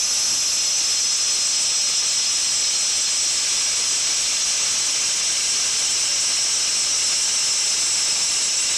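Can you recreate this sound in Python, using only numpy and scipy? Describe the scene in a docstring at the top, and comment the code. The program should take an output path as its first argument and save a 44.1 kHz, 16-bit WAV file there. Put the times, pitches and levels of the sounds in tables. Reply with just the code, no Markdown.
"""A waterjet loaded with grit cuts along a steel tube in a workshop, heard from close by.
It hisses from the start as filtered noise, over a faint pump whine; one low gulp of water comes early.
The roar builds for a few seconds, while the fizz of spray thickens to the end.
All along, the tube and slot ring as narrow noise bands that swell and fade, with a few very short dips.
Last, the microphone squashes the loud mix and adds its own colour."""
import sys
import numpy as np
from scipy import signal
from scipy.fft import rfft, irfft
from scipy.io import wavfile
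from scipy.ndimage import uniform_filter1d

SR = 44100
rng = np.random.default_rng(int(sys.argv[2]) if len(sys.argv) > 2 else 0)


def pcm_store(signal):
    """Save signal as 16-bit PCM."""
    levels = np.round(np.clip(np.atleast_2d(signal), -1, 1) * 32767)
    wavfile.write(sys.argv[1], SR, levels.astype(np.int16).T)


N = 386757

# noise is shaped in short overlapping frames: frame length and step, in samples
SIZE, HOP = 2048, 256
BIN_HZ = np.fft.rfftfreq(SIZE, 1 / SR)
FRAME_S = np.arange(N // HOP + 9) * HOP / SR
TIME_S = np.arange(N) / SR


def gain_of(db):
    """Turns decibels into an amplitude factor."""
    return 10 ** (np.asarray(db) / 20)


def evened(x):
    """Scales a signal to an average strength (rms) of 1."""
    return x / np.sqrt(np.mean(x ** 2) + 1e-20)


def read(points, hz):
    """Reads a table's value at any pitch, with straight lines on a log-pitch axis."""
    point_hz, value = np.transpose(points)
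    return np.interp(np.log(hz + 1), np.log(point_hz + 1), value)


def coloured(x, points):
    """Filters a sound to a table of pitch_hz and level_db, without any sound arriving early."""
    filter_hz = abs(np.fft.fftfreq(SIZE, 1 / SR))
    log_gain = np.log(gain_of(read(points, filter_hz)))
    # the Hilbert transform finds the phase that keeps the filter causal
    response = np.exp(np.conj(signal.hilbert(log_gain)))
    taps = np.fft.ifft(response).real
    return signal.oaconvolve(x, taps)[:N]


def wander(rate_hz):
    """Random drift of rms 1, one value a frame; changes faster than the rate are weakened."""
    count = len(FRAME_S)
    drift_hz = np.fft.rfftfreq(count, HOP / SR)
    spectrum = rfft(rng.standard_normal(count))
    return evened(irfft(spectrum / np.sqrt(1 + (drift_hz / rate_hz) ** 4), count))


def noise(magnitude):
    """Makes noise whose strength follows a grid of frames x pitch bins."""
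    real, imag = rng.standard_normal((2, *magnitude.shape))
    spectrum = magnitude * (real + 1j * imag)
    return signal.istft(spectrum.T, nperseg=SIZE, noverlap=SIZE - HOP)[1][:N]


def pump(pitch_hz=580, level_db=-36.5, waver_hz=2.46, waver_db=1.5):
    """The pump's faint whine: one sine, slightly unsteady in pitch and level (dB against the jet)."""
    hz = pitch_hz + waver_hz * np.interp(TIME_S, FRAME_S, wander(7.4))
    unsteady_db = level_db + waver_db * np.interp(TIME_S, FRAME_S, wander(5.2))
    whine = np.sin(2 * np.pi * np.cumsum(hz) / SR)
    return gain_of(unsteady_db) * evened(whine)


def gulp(at_s=.33, length_s=.06, level_db=-26, low_hz=85, high_hz=270):
    """One soft, low gulp of churned water in the tank: band-limited noise under a smooth bump."""
    band = signal.butter(2, [low_hz, high_hz], "band", fs=SR, output="sos")
    rumble = signal.sosfilt(band, rng.standard_normal(N))
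    bump = np.exp(-((TIME_S - at_s) / length_s) ** 2)
    return gain_of(level_db) * evened(rumble) * bump


def standing_waves(count=5, ripple_db=1.3):
    """Echoes from tank and walls ripple the spectrum (dB); slow blends between ripples shift it."""
    ripples = uniform_filter1d(rng.standard_normal((count, len(BIN_HZ))), size=2, axis=1)
    place = np.linspace(0, count - 1, len(FRAME_S))[:, None] - np.arange(count)
    nearness = np.cos(np.pi / 2 * np.clip(place, -1, 1))
    # the ripple is weaker below 2000 Hz
    return ripple_db * (nearness @ evened(ripples)) * np.minimum(BIN_HZ / 2000, 1)


def flow(roar_drift_db=0.18, fizz_drift_db=0.43, drift_hz=2.8):
    """Roar and fizz in dB a frame: roar builds with the cut, then holds; spray thickens steadily."""
    roar_start_db, roar_full_db, roar_build_s = -1.4, 0.36, 4.5
    fizz_start_db, fizz_db_per_s = -2., 0.35
    built = np.minimum(FRAME_S / roar_build_s, 1)
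    roar_db = roar_start_db + (roar_full_db - roar_start_db) * built
    fizz_db = fizz_start_db + fizz_db_per_s * FRAME_S
    return roar_db + roar_drift_db * wander(drift_hz), fizz_db + fizz_drift_db * wander(drift_hz)


# how strongly each pitch follows the roar's rise and fall: pitch_hz, share (a plain factor)
ROAR_FOLLOWING = [(60, 0.75), (500, 1.9), (1800, 1), (4000, 0.83), (5200, 0.067)]
# how strongly each pitch follows the spray's fizz: pitch_hz, share (a plain factor)
FIZZ_FOLLOWING = [(6000, 0.23), (7600, 0.66), (10000, 1), (13000, 0.27)]


def swelling(spray_db=2.0, spray_hz=22, churn_db=0.81, churn_hz=25):
    """Loudness factor per frame and pitch: the roar churns, the spray flutters, echoes ripple."""
    roar_db, fizz_db = flow()
    churning_db = roar_db + churn_db * wander(churn_hz)
    fluttering_db = fizz_db + spray_db * wander(spray_hz)
    swell_db = np.outer(churning_db, read(ROAR_FOLLOWING, BIN_HZ))
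    swell_db += np.outer(fluttering_db, read(FIZZ_FOLLOWING, BIN_HZ))
    return gain_of(swell_db + standing_waves())


# resonances of tube and slot: pitch_hz, width_hz, level_db (relative),
# best_s (when the nozzle drives it most), fade_s (time from there to half power)
RESONANCES = [ (1176, 78, -19, 3, 8.1), (1312, 47, -17.5, 4.5, 5.6), (1614, 150, -20, 6, 4.2),
              (2043, 77, -17, 8, 6.1), (2280, 105, -16, 8, 4.8), (2473, 120, -14.5, -0.5, 6),
              (2754, 41, -7, 5, 6.4), (2907, 25, -6.5, 7, 2.1), (3104, 147, -10.5, 3.5, 3.8),
              (3460, 120, -11.5, 2.5, 2), (3544, 87, -13, 6, 7.8), (3810, 93, -12.5, 3, 4.1),
              (3850, 170, -9, 11, 1.8), (4010, 140, -15.5, 2, 7.9), (4120, 105, -11.5, 6, 2.9),
              (4217, 32, -3.5, 2, 2.4), (4310, 34, -8.5, 4, 8.1), (4600, 97, -13, 2.5, 5),
              (4830, 150, -13, -2, 3), (4990, 220, -11, 5.5, 4.8), (5030, 66, -6.5, 4, 0.93),
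              (5123, 85, -1, -0.5, 5), (5162, 30, 5.5, 1, 1.4), (5200, 57, 1.5, 7, 1.6),
              (5360, 103, -1, -0.5, 4), (5370, 38, 0, 8, 2.1), (5453, 37, 0.9, 7, 3.1),
              (5540, 85, -4, 5, 2.4), (5636, 53, 2.5, 1.5, 1.6), (5640, 90, -0.5, 7.5, 0.92),
              (5772, 78, 1.5, 4, 4.2), (5990, 42, 3, 0.5, 1.05), (6070, 99, 0, 3, 4.9),
              (6390, 44, -1, 0.5, 0.9), (6571, 140, -7, 4.5, 0.93), (6770, 78, -7, 0, 3.2),
              (6870, 61, -5, 7, 1.5), (7250, 100, -10, 0, 4.5), (7550, 64, -1, 9, 2),
              (7610, 55, -2, 2, 1.6), (7740, 165, -1.35, 1, 6), (7930, 105, -0.5, 8.5, 1.1),
              (8040, 170, -4.5, 5, 2.2), (8290, 130, -4.5, 2.3, 1.4), (8444, 127, -6, 6.5, 3.1),
              (8610, 47, -5, 1.1, 1), (8717, 120, -8, 0.5, 2.7), (8800, 249, -9.5, 8.5, 3),
              (9230, 144, -9, -0.2, 0.55), (9300, 380, -14, 5, 3.8), (10060, 120, -9.5, 7, 1.6),
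              (10480, 470, -13.5, 1.5, 5.6), (10600, 170, -0.5, 0, 0.63), (10880, 200, -15, 4.5, 1.5),
              (11300, 240, -6.5, 0.16, 0.55), ]


def ringing(flutter_db=1.5, flutter_hz=24):
    """Tube and slot ring as the nozzle passes; water sloshing in the slot shakes each resonance."""
    hz, width_hz, level_db, best_s, fade_s = np.transpose(RESONANCES)[:, :, None]
    passing = 1 / (1 + ((FRAME_S - best_s) / fade_s) ** 4)
    sloshing = np.array([wander(flutter_hz) for _ in RESONANCES])
    power = passing * gain_of(level_db + flutter_db * sloshing) ** 2
    power_shape = 1 / (1 + 2 * ((BIN_HZ - hz) / width_hz) ** 2) ** 2
    # the powers add up; the root turns them back into amplitude
    return np.sqrt(power.T @ power_shape)


# moments when the jet sputters: at_s, length_s (centre to about a third of the depth), depth_db
SPUTTER_DIPS = [(0.66, .015, 0), (1.398, 0.018, 2.5), (4.766, 0.014, 2), (4.88, 0.0046, 6),
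                (5.152, 0.0063, 8), (6.85, .012, 3), (7.76, .012, 3)]


def faltering():
    """Each sputter of the jet dips the ringing briefly; gives a loudness factor per sample."""
    dip_db = np.zeros(N)
    for at_s, length_s, depth_db in SPUTTER_DIPS:
        dip_db += depth_db * np.exp(-((TIME_S - at_s) / length_s) ** 2)
    return gain_of(-dip_db)


# turbulent hiss of the jet before it swells: pitch_hz, level_db (relative, per Hz)
HISS_SPECTRUM = [(30, -23.5), (250, -24.5), (600, -23), (1000, -22.5), (1800, -23), (2500, -16.5),
                 (4000, -18), (4600, -18.5), (5200, -17), (6200, -8.5), (7100, -11.5), (8200, -20.5),
                 (9600, -20), (15000, -23.5)]


def jet(side_db=-11):
    """Turbulent hiss plus ringing metal, both noise; the cloud of mist gives some stereo width."""
    swell = swelling()
    hiss = swell * gain_of(read(HISS_SPECTRUM, BIN_HZ))
    rings = swell * ringing()
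    mid = noise(hiss) + noise(rings) * faltering()
    side = gain_of(side_db) * noise(np.hypot(hiss, rings))
    return evened(np.array([mid + side, mid - side]))


def scene():
    """The pump behind, the water in the tank, and the jet in front."""
    return pump() + gulp() + jet()


# microphone colour: pitch_hz, level_db
MIC_COLOUR = [(30, -2), (5000, 1.5), (7800, 0), (9000, -4.5), (10500, -10.5), (12000, -14), (15000, -18.5)]
# stereo width, almost mono below the treble: pitch_hz, side_db (change to the left-right difference)
STEREO_WIDTH = [(1000, -58), (4000, -60), (4400, -22), (4750, -11), (5400, -15), (6300, -8), (8000, -5),
                (10000, 0), (14000, 1)]


def record(dry, out_db=-20.5, overload=1., edge_hz=15000):
    """The microphone saturates, so resonances crowd each other out; then width, colour, top limit."""
    # squashing at twice the sample rate keeps false tones out
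    fine = signal.resample_poly(dry, 2, 1, axis=1)
    squashed = np.tanh(overload * fine)
    left, right = signal.resample_poly(squashed, 1, 2, axis=1)
    mid = (left + right) / 2
    side = coloured((left - right) / 2, STEREO_WIDTH)
    heard = np.array([coloured(mid + side, MIC_COLOUR), coloured(mid - side, MIC_COLOUR)])
    levelled = gain_of(out_db) * evened(heard)
    band_limit = signal.firwin(511, edge_hz, window=("kaiser", 9), fs=SR)
    return signal.oaconvolve(levelled, band_limit[None], "same")


dry = scene()
out = record(dry)
pcm_store(out)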